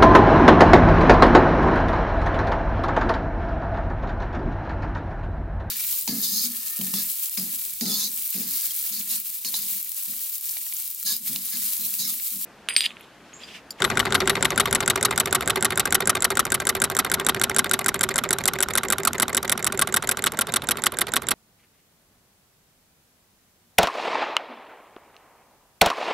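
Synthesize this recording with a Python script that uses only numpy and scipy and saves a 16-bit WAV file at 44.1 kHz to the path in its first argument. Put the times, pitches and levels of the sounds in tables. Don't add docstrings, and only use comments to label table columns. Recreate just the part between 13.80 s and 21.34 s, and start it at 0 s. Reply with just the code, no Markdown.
import sys
import numpy as np
from scipy import signal
from scipy.io import wavfile
from scipy.ndimage import uniform_filter1d

SR = 44100
rng = np.random.default_rng(int(sys.argv[2]) if len(sys.argv) > 2 else 0)


def attenuation_scalar(level_db):
    decades = np.asarray(level_db, float) / 20
    return 10 ** decades


def master(y):
    cut = np.clip(np.atleast_2d(y).T, -1, 1)
    pcm = np.round(cut * 32767)
    wavfile.write(sys.argv[1], SR, pcm.astype(np.int16))


N = 332501

# (time [s], turns done [turns])
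CRANK_TURNS = [(.0200, 0), (.7766, 5), (1.2274, 8), (2.2728, 15), (3.7630, 25), (5.2502, 35), (5.9919, 40),
               (6.4392, 43), (7.4859, 50)]
# (time [s], hot end faced [0-1], cylinder faced [0-1], rod in view [0-1],
# crank pin uncovered [0-1], nearness to the stand [dB], left over right [dB])
MIC_PATH = [(0.0, 0.8, 0.04, 0.5, .01, 5.5, 5), (.5, 0.62, 0, 0, 0.4, 5.5, 4),
            (.95, 0.29, 0.08, 1.1, 0.1, 4.5, 3), (1.25, 0.2, 0.01, 1, 0.3, 3.5, 1.5),
            (1.45, 0.06, 0.3, 0, 0, 3.5, 1), (1.9, 0.23, 0.19, 0.2, 0, 3.5, .2),
            (2.15, 0, 0.08, .9, 0, 2.5, 0.5), (2.7, 0.04, 0.12, 0.6, 0.5, 1, 0.5),
            (3.1, 0, 0.11, 0.94, 1.1, 1.1, .3), (3.6, 0.13, 0.13, 0.7, 1, 2.1, 1),
            (4.1, 0.05, 0.04, 0.7, 0.3, 0.4, 0), (4.8, 0.04, 0.15, 1, 1, 0.7, -1.1),
            (5.5, .02, 0.23, 0.74, 0.8, 0.4, -0.8), (6.3, 0, 0.35, 0.9, 1, -0.4, -1.1),
            (6.55, 0, 0.78, 0.1, 0.9, -0.5, -0.5), (7.0, 0, 0.8, 0.05, 0.5, -0.6, -2),
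            (7.54, .02, 1.01, 0, 0.3, -2, -4)]
# (delay after the whole turn [ms], wander [ms], peak level [dB], scatter [dB])
CONTACT_CYCLE = [(-17.0, 0.15, -24.5, 0.6), (.5, .12, -7, 0.3), (21.5, .12, -6.5, -0.65),
                 (28.5, 0.21, -9, -1.9), (56, 0.16, -26.5, -1.5), (80, .9, -15, -0.25),
                 (94.5, 1.6, -16, 1.5)]


def rms_one(x):
    return x / np.sqrt(np.mean(x ** 2) + 1e-20)


def at_hz(points, hz):
    point_hz, point_db = np.transpose(points)
    return np.interp(np.log(hz), np.log(point_hz), point_db)


def in_time(rows, s):
    times, *columns = np.transpose(rows)
    return [np.interp(s, times, column) for column in columns]


def knocks():
    s, turns = np.transpose(CRANK_TURNS)
    return np.interp(np.arange(turns[-1] + 1), turns, s)


def resonance(x, hz, width_hz):
    r = np.exp(-np.pi * width_hz / SR)
    edge = (1 - r * r) / 2
    return signal.lfilter([edge, 0, -edge], [1, -2 * r * np.cos(2 * np.pi * hz / SR), r * r], x)


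def banded_noise(spectrum):
    # (frequency [Hz], correlation [0-1])
    likeness = [(30, 0.54), (70, 0.75), (150, 0.96), (400, 1), (1500, 0.97), (15000, 0.23)]
    out, white = 0, rng.standard_normal((2, 2, N))
    edges = 22 * 2 ** np.arange(0, 9.6, .5)
    for k, (low, high) in enumerate(zip(edges, edges[1:])):
        hz = np.sqrt(low * high)
        if spectrum[0][0] < hz < spectrum[-1][0]:
            band = signal.butter(2, [low, high], "band", fs=SR, output="sos")
            mid, side = signal.sosfilt(band, white[k % 2])
            alike = np.clip(at_hz(likeness, hz), -1, 1)
            stereo = np.sqrt(1 + alike) * mid + np.sqrt(1 - alike) * side * [[1], [-1]]
            out = out + attenuation_scalar(at_hz(spectrum, hz)) * stereo
    return rms_one(out)


def breeze(level_db):
    # (frequency [Hz], relative level [dB per Hz])
    spectrum = [(15, -43), (25, -9.5), (87, 6), (200, 3), (260, -23), (440, -120)]
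    return attenuation_scalar(level_db) * banded_noise(spectrum)


def air(level_db):
    # (frequency [Hz], relative level [dB per Hz])
    spectrum = [(530, -47), (900, 27), (1460, 0), (2630, 9.5), (3640, 8), (4980, -1), (7770, -1.5),
                (14000, -49), (16000, -42)]
    return attenuation_scalar(level_db) * banded_noise(spectrum)


def fins(level_db):
    # (frequency [Hz], relative level [dB])
    fin_modes = [(10400, -12), (11260, -6), (11340, -2), (11420, -6), (11490, -5), (11600, 0), (11680, -8)]
    clack_slap_ms = np.array(CONTACT_CYCLE)[2:4, 0]
    at_s = np.add.outer(knocks(), clack_slap_ms / 1000).ravel()
    at = np.minimum(np.round(at_s * SR).astype(int), N - 1)
    out = 0
    for hz, db in fin_modes:
        clicks = np.full(N, 1e-18)
        clicks[at] = rng.standard_normal(len(at))
        out = out + attenuation_scalar(db) * rms_one(resonance(clicks, hz, width_hz=8.0))
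    return attenuation_scalar(level_db) * out


def stand(rumble_db, hum_db):
    # (frequency [Hz], relative level [dB per Hz])
    spectrum = [(88, -15), (150, -4), (231, -1.5), (297, -5), (389, 8), (450, -11), (624, -3), (1500, -10),
                (1950, -13.5), (3300, -120)]
    # (multiple of the turn rate [1], swing [dB], peak at share of turn [turns])
    shake = [(1.0, 2.5, 0.028), (2.0, 4, 0.19), (3.0, 3.5, 0.0088)]
    hum_hz, width_hz = 381, 54
    turn, = in_time(CRANK_TURNS, np.arange(N) / SR)
    shake_db = sum(swing_db * np.cos(2 * np.pi * k * (turn - peak)) for k, swing_db, peak in shake)
    rumble = rms_one(banded_noise(spectrum) * attenuation_scalar(shake_db))
    hum = rms_one(resonance(resonance(rumble, hum_hz, width_hz), hum_hz, width_hz))
    return attenuation_scalar(rumble_db) * rumble + attenuation_scalar(hum_db) * hum


def ground(x):
    lag_ms, echo_db, dull_hz = 2.7, -12, 5000
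    echo = np.pad(x, ((0, 0), (int(lag_ms * SR / 1000), 0)))[:, :N]
    return x + attenuation_scalar(echo_db) * signal.sosfilt(signal.butter(1, dull_hz, fs=SR, output="sos"), echo)


def strikes(kind, at_s, peak_db, dull_db=0):
    # (force rise [ms], force hold [ms], raggedness [dB],
    # wash level [dB], wash tilt [dB per octave])
    contacts = [(0.093, 1.7, 0, 13.5, 1), (0.063, 1.86, 4, 10, 0.6), (0.43, 5.15, 3.5, 6.5, 1.13),
                (0.23, 1.7, 6.5, 15.5, 2), (1.6, 2.6, 4.5, -14.5, -17), (0.28, 2.7, 4, 12, -0.5),
                (0.31, 7.26, 6.5, 7, 6.5)]
    # (frequency [Hz], t60 [s], then the strength [dB] with which
    body = [(230, 0.062, 5, -1.5, -27, -3, 17, -18.5, -17),
            (396.3, 0.11, -12, -28, -30, -17, 6.5, -6.5, -25), (536, 0.085, 7, -6, -22, -45, -21, -59, 6),
            (699, 0.055, -38, -45, -58, -51, -22, -60, 9), (1149, 0.039, -14, -62, -31, -0.5, -23, -1, -33),
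            (1283, 0.01, -14, -23, 5, 10, 2, 11, 13.5), (1406, 0.013, -22, 8, -28, -3, 18, 1, -4),
            (1586, 0.032, 9.5, 6.5, -14, 3, -26, 2, 11.5), (1931, 0.0054, 6, -6, -14.5, 10, -28, -12.5, 19),
            (2053, 0.02, 8.5, 1.5, -36, 7.5, -24, 1, 18.5),
            (2380, 0.033, -24, -3.5, -41, -18.5, -35, -4, 12.5), (3070, 0.0099, -4, -5, -32, 4.5, 2, -9, 5),
            (3626, 0.0038, -9, 5, -12, 8, -17, 0, 12.5), (3874, 0.083, -9, -17.5, -12, -16, -42, -15, 0),
            (4318, 0.0047, -9, -4.5, -7.5, -1.5, -59, -9, 10.5),
            (4920, 0.017, -58, -2, -15.5, -28.5, -35, -45, 1.5),
            (5684, 0.0017, 7, 0.5, -6, 7.5, -39, -1.5, -36),
            (6650, 0.016, 10.5, -4, -53, -53, -25, -36, -36), (7420, 0.0058, 20, 14, -45.5, 7.5, -29, 1, 6),
            (7840, 0.0043, 7, 11, 3.5, -34, -30, -35, -46), (8584, 0.012, -23, -1, -4.5, -32, -31, 1, -12),
            (9244, 0.0079, -10, 8, -3.5, 2, -30, -2.5, -30),
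            (10000, 0.0071, -21, 10, -33, 11.5, -33, -29, -22),
            (10790, 0.013, -27, -17, 0, 0, -35, -2, -36),
            (11800, 0.067, -38, -102, -56.5, -80, -50, -37, -40),
            (11960, 0.0058, -27, 1.5, -45, -1, -33, -27, -39),
            (13400, 0.0098, -28, -52, -73, -27, -37, -6, -21),
            (13600, 0.0047, -24, -50, -32, -49, -38, -25, -38)]
    # (low edge [Hz], high edge [Hz], t60 [s])
    wash = [(600, 1800, .04), (1800, 4500, .032), (4500, 9000, .015), (9000, 15000, .009)]
    # (frequency [Hz], level [dB])
    hot_colour = [(800, 6), (1500, 8.5), (2800, 10), (4800, 8.8), (7800, -4), (12000, -4)]
    # (frequency [Hz], level [dB])
    cylinder_colour = [(800, -4.1), (1500, 1.5), (2100, -5.5), (3200, 4.5), (4800, -0.5), (7800, -2),
                       (12000, 1.2)]
    # (frequency [Hz], level [dB])
    crank_colour = [(5000, 0.14), (7800, 0.21), (10500, 0.5), (13000, 1.8)]
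    mode_scatter_db, wash_scatter_db, wander_us = 2.5, 2.0, 11.4
    lag_rad, port_spread = 0.29, 0.32
    twin_ratio, twin_db, grain_ms = 1.017, -5, 0.35

    rise_ms, hold_ms, ragged_db, wash_db, tilt_db = contacts[kind]
    hz, t60, strength_db = np.array(body)[:, [0, 1, 2 + kind]].T
    hz, t60 = np.r_[hz, hz * twin_ratio], np.r_[t60, t60]
    strength_db = np.r_[strength_db, strength_db + twin_db]
    count, t = len(at_s), np.arange(4400) / SR
    hot, cylinder, _, uncovered, _, pan_db = in_time(MIC_PATH, at_s)
    faced = np.transpose([hot, cylinder, uncovered])

    def colour_db(f):
        colours = [at_hz(colour, f) for colour in (hot_colour, cylinder_colour, crank_colour)]
        return faced @ np.array(colours) + dull_db * np.log2(f / 1000)

    scatter = mode_scatter_db * rng.standard_normal((count, len(hz)))
    gains = attenuation_scalar(strength_db + colour_db(hz) + scatter)
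    usual = rng.random(len(hz))
    wander = hz * wander_us / 1e6 * rng.standard_normal((count, len(hz)))
    phase = 2 * np.pi * (usual + wander)
    lag = lag_rad * rng.standard_normal((2, 1, len(hz)))
    ports = np.exp(1j * lag + port_spread * rng.standard_normal((2, count, len(hz))))
    after = np.maximum(t - hold_ms / 1000, 0)
    ringing = np.exp(np.outer(2j * np.pi * hz, t) - np.outer(np.log(1000) / t60, after))
    hits = ((gains * np.exp(1j * phase) * ports) @ ringing).imag

    short = 1800
    noise = rng.standard_normal((count, short)) + port_spread * rng.standard_normal((2, count, short))
    for low_hz, high_hz, wash_t60 in wash:
        centre = np.sqrt(low_hz * high_hz)
        band = signal.sosfilt(signal.butter(2, [low_hz, high_hz], "band", fs=SR, output="sos"), noise)
        band *= 1000. ** (-after[:short] / wash_t60)
        band_db = wash_db + tilt_db * np.log2(centre / 3000) + colour_db(centre)
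        band_db = band_db + wash_scatter_db * rng.standard_normal(count)
        hits[..., :short] += band * attenuation_scalar(band_db)[:, None]

    knots = t[::8]
    keep = np.exp(-8000 / (grain_ms * SR))
    drive = rng.standard_normal((count, len(knots)))
    slips = rms_one(signal.lfilter([1], [1, -2 * keep, keep ** 2], drive))
    slips = np.array([np.interp(t, knots, row) for row in slips]) * np.exp(-after / 0.0096)
    fade = np.hanning(2 * len(t))[len(t):] ** .5
    hits *= (1 - np.exp(-t * 1000 / rise_ms)) * attenuation_scalar(ragged_db * slips) * fade
    hits = signal.sosfilt(signal.butter(4, 200, "high", fs=SR, output="sos"), hits)
    height = np.sqrt(uniform_filter1d(hits.mean(axis=0) ** 2, size=40).max(axis=1) * 2)
    hits *= (attenuation_scalar(peak_db + np.outer([.5, -.5], pan_db)) / height)[..., None]
    out = np.zeros((2, N + len(t)))
    for k, start in enumerate(np.clip(np.round(at_s * SR).astype(int), 0, N)):
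        out[:, start:start + len(t)] += hits[:, k]
    return out[:, :N]


def linkage():
    # (facing the hot end [dB],
    # facing the cylinder [dB], rod in view [dB], share of nearness [1])
    heard = [(-1.5, 2, 6.5, .1), (-2.3, -1.5, .1, .25), (-10.5, -4.5, -0.8, 0.97), (3.5, 2.3, -0.03, 0.11),
             (4.5, -7, 0, 0.54), (-5.5, -6.5, 1.2, 1), (-4.5, -9.5, -3.6, 0.39)]
    # (contact [0-6], delay after it [ms], level against it [dB], tilt [dB per octave])
    bounces = [(1, 7.1, -12.5, -1.2), (3, 4.6, -10, -1.8), (6, 5.8, -3, -1.2)]
    shared_blow_db = 1.23
    pin_path_ms = 1.9
    bounce_jitter_ms, bounce_scatter_db = .5, -1.0
    knock_s = knocks()
    turns = len(knock_s)
    hot, cylinder, rod, _, near_db, _ = in_time(MIC_PATH, knock_s)
    ms, wander_ms, peak_db, scatter_db = np.transpose(CONTACT_CYCLE)
    late, stronger = rng.standard_normal((turns, 2, len(CONTACT_CYCLE))).transpose(1, 0, 2)
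    times = (knock_s[:, None] + (ms + wander_ms * late) / 1000).T
    times[5:] += pin_path_ms * cylinder / 1000
    levels = (peak_db + scatter_db * stronger).T + np.array(heard) @ [hot, cylinder, rod, near_db]
    levels[2:4] += np.outer([1, -1], shared_blow_db * rng.standard_normal(turns))
    out = sum(strikes(kind, times[kind], levels[kind]) for kind in range(len(CONTACT_CYCLE)))
    for kind, after_ms, below_db, dull_db in bounces:
        late, stronger = rng.standard_normal((turns, 2)).T
        bounce_s = times[kind] + (after_ms + bounce_jitter_ms * late) / 1000
        bounce_db = levels[kind] + below_db + bounce_scatter_db * stronger
        out += strikes(kind, bounce_s, bounce_db, dull_db)
    stray_s = np.sort(rng.random(90)) * N / SR
    stray_db = -32 + 4 * rng.standard_normal(len(stray_s))
    return out + strikes(5, stray_s, stray_db, dull_db=-9.0)


def scene():
    # (level [dB], added facing the hot end [dB],
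    # added facing the cylinder [dB], share of nearness [1])
    layers = [(-36.8, -.6, -.3, 1.01), (-42, 3, -8, 1.1), (-43, 1.1, -3, .9), (-51.5, 2.1, 1.1, 1.6),
              (-69, 17, -12, .6)]
    stand_pan_db, stand_pan_follows = -3.5, 0.47
    hot, cylinder, _, _, near_db, pan_db = in_time(MIC_PATH, np.arange(N) / SR)
    levels = np.array(layers) @ [np.ones(N), hot, cylinder, near_db]
    stand_db, hum_db, breeze_db, air_db, fins_db = levels
    aside = attenuation_scalar(np.outer([.5, -.5], stand_pan_db + stand_pan_follows * pan_db))
    outdoors = breeze(breeze_db) + air(air_db)
    return ground(linkage()) + aside * stand(stand_db, hum_db) + outdoors + fins(fins_db)


def band_limit(x):
    return signal.sosfilt(signal.butter(12, 16660, fs=SR, output="sos"), x)


def record(dry):
    mic_top_hz, cutoff_hz, ceiling = 13300, 16600, .95
    soft = signal.sosfilt(signal.butter(6, mic_top_hz, fs=SR, output="sos"), dry)
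    soft = ceiling * np.tanh(soft / ceiling)
    mix = signal.sosfilt(signal.cheby2(12, 70, cutoff_hz, fs=SR, output="sos"), soft)
    return band_limit(mix)


dry = scene()
out = record(dry)
master(out)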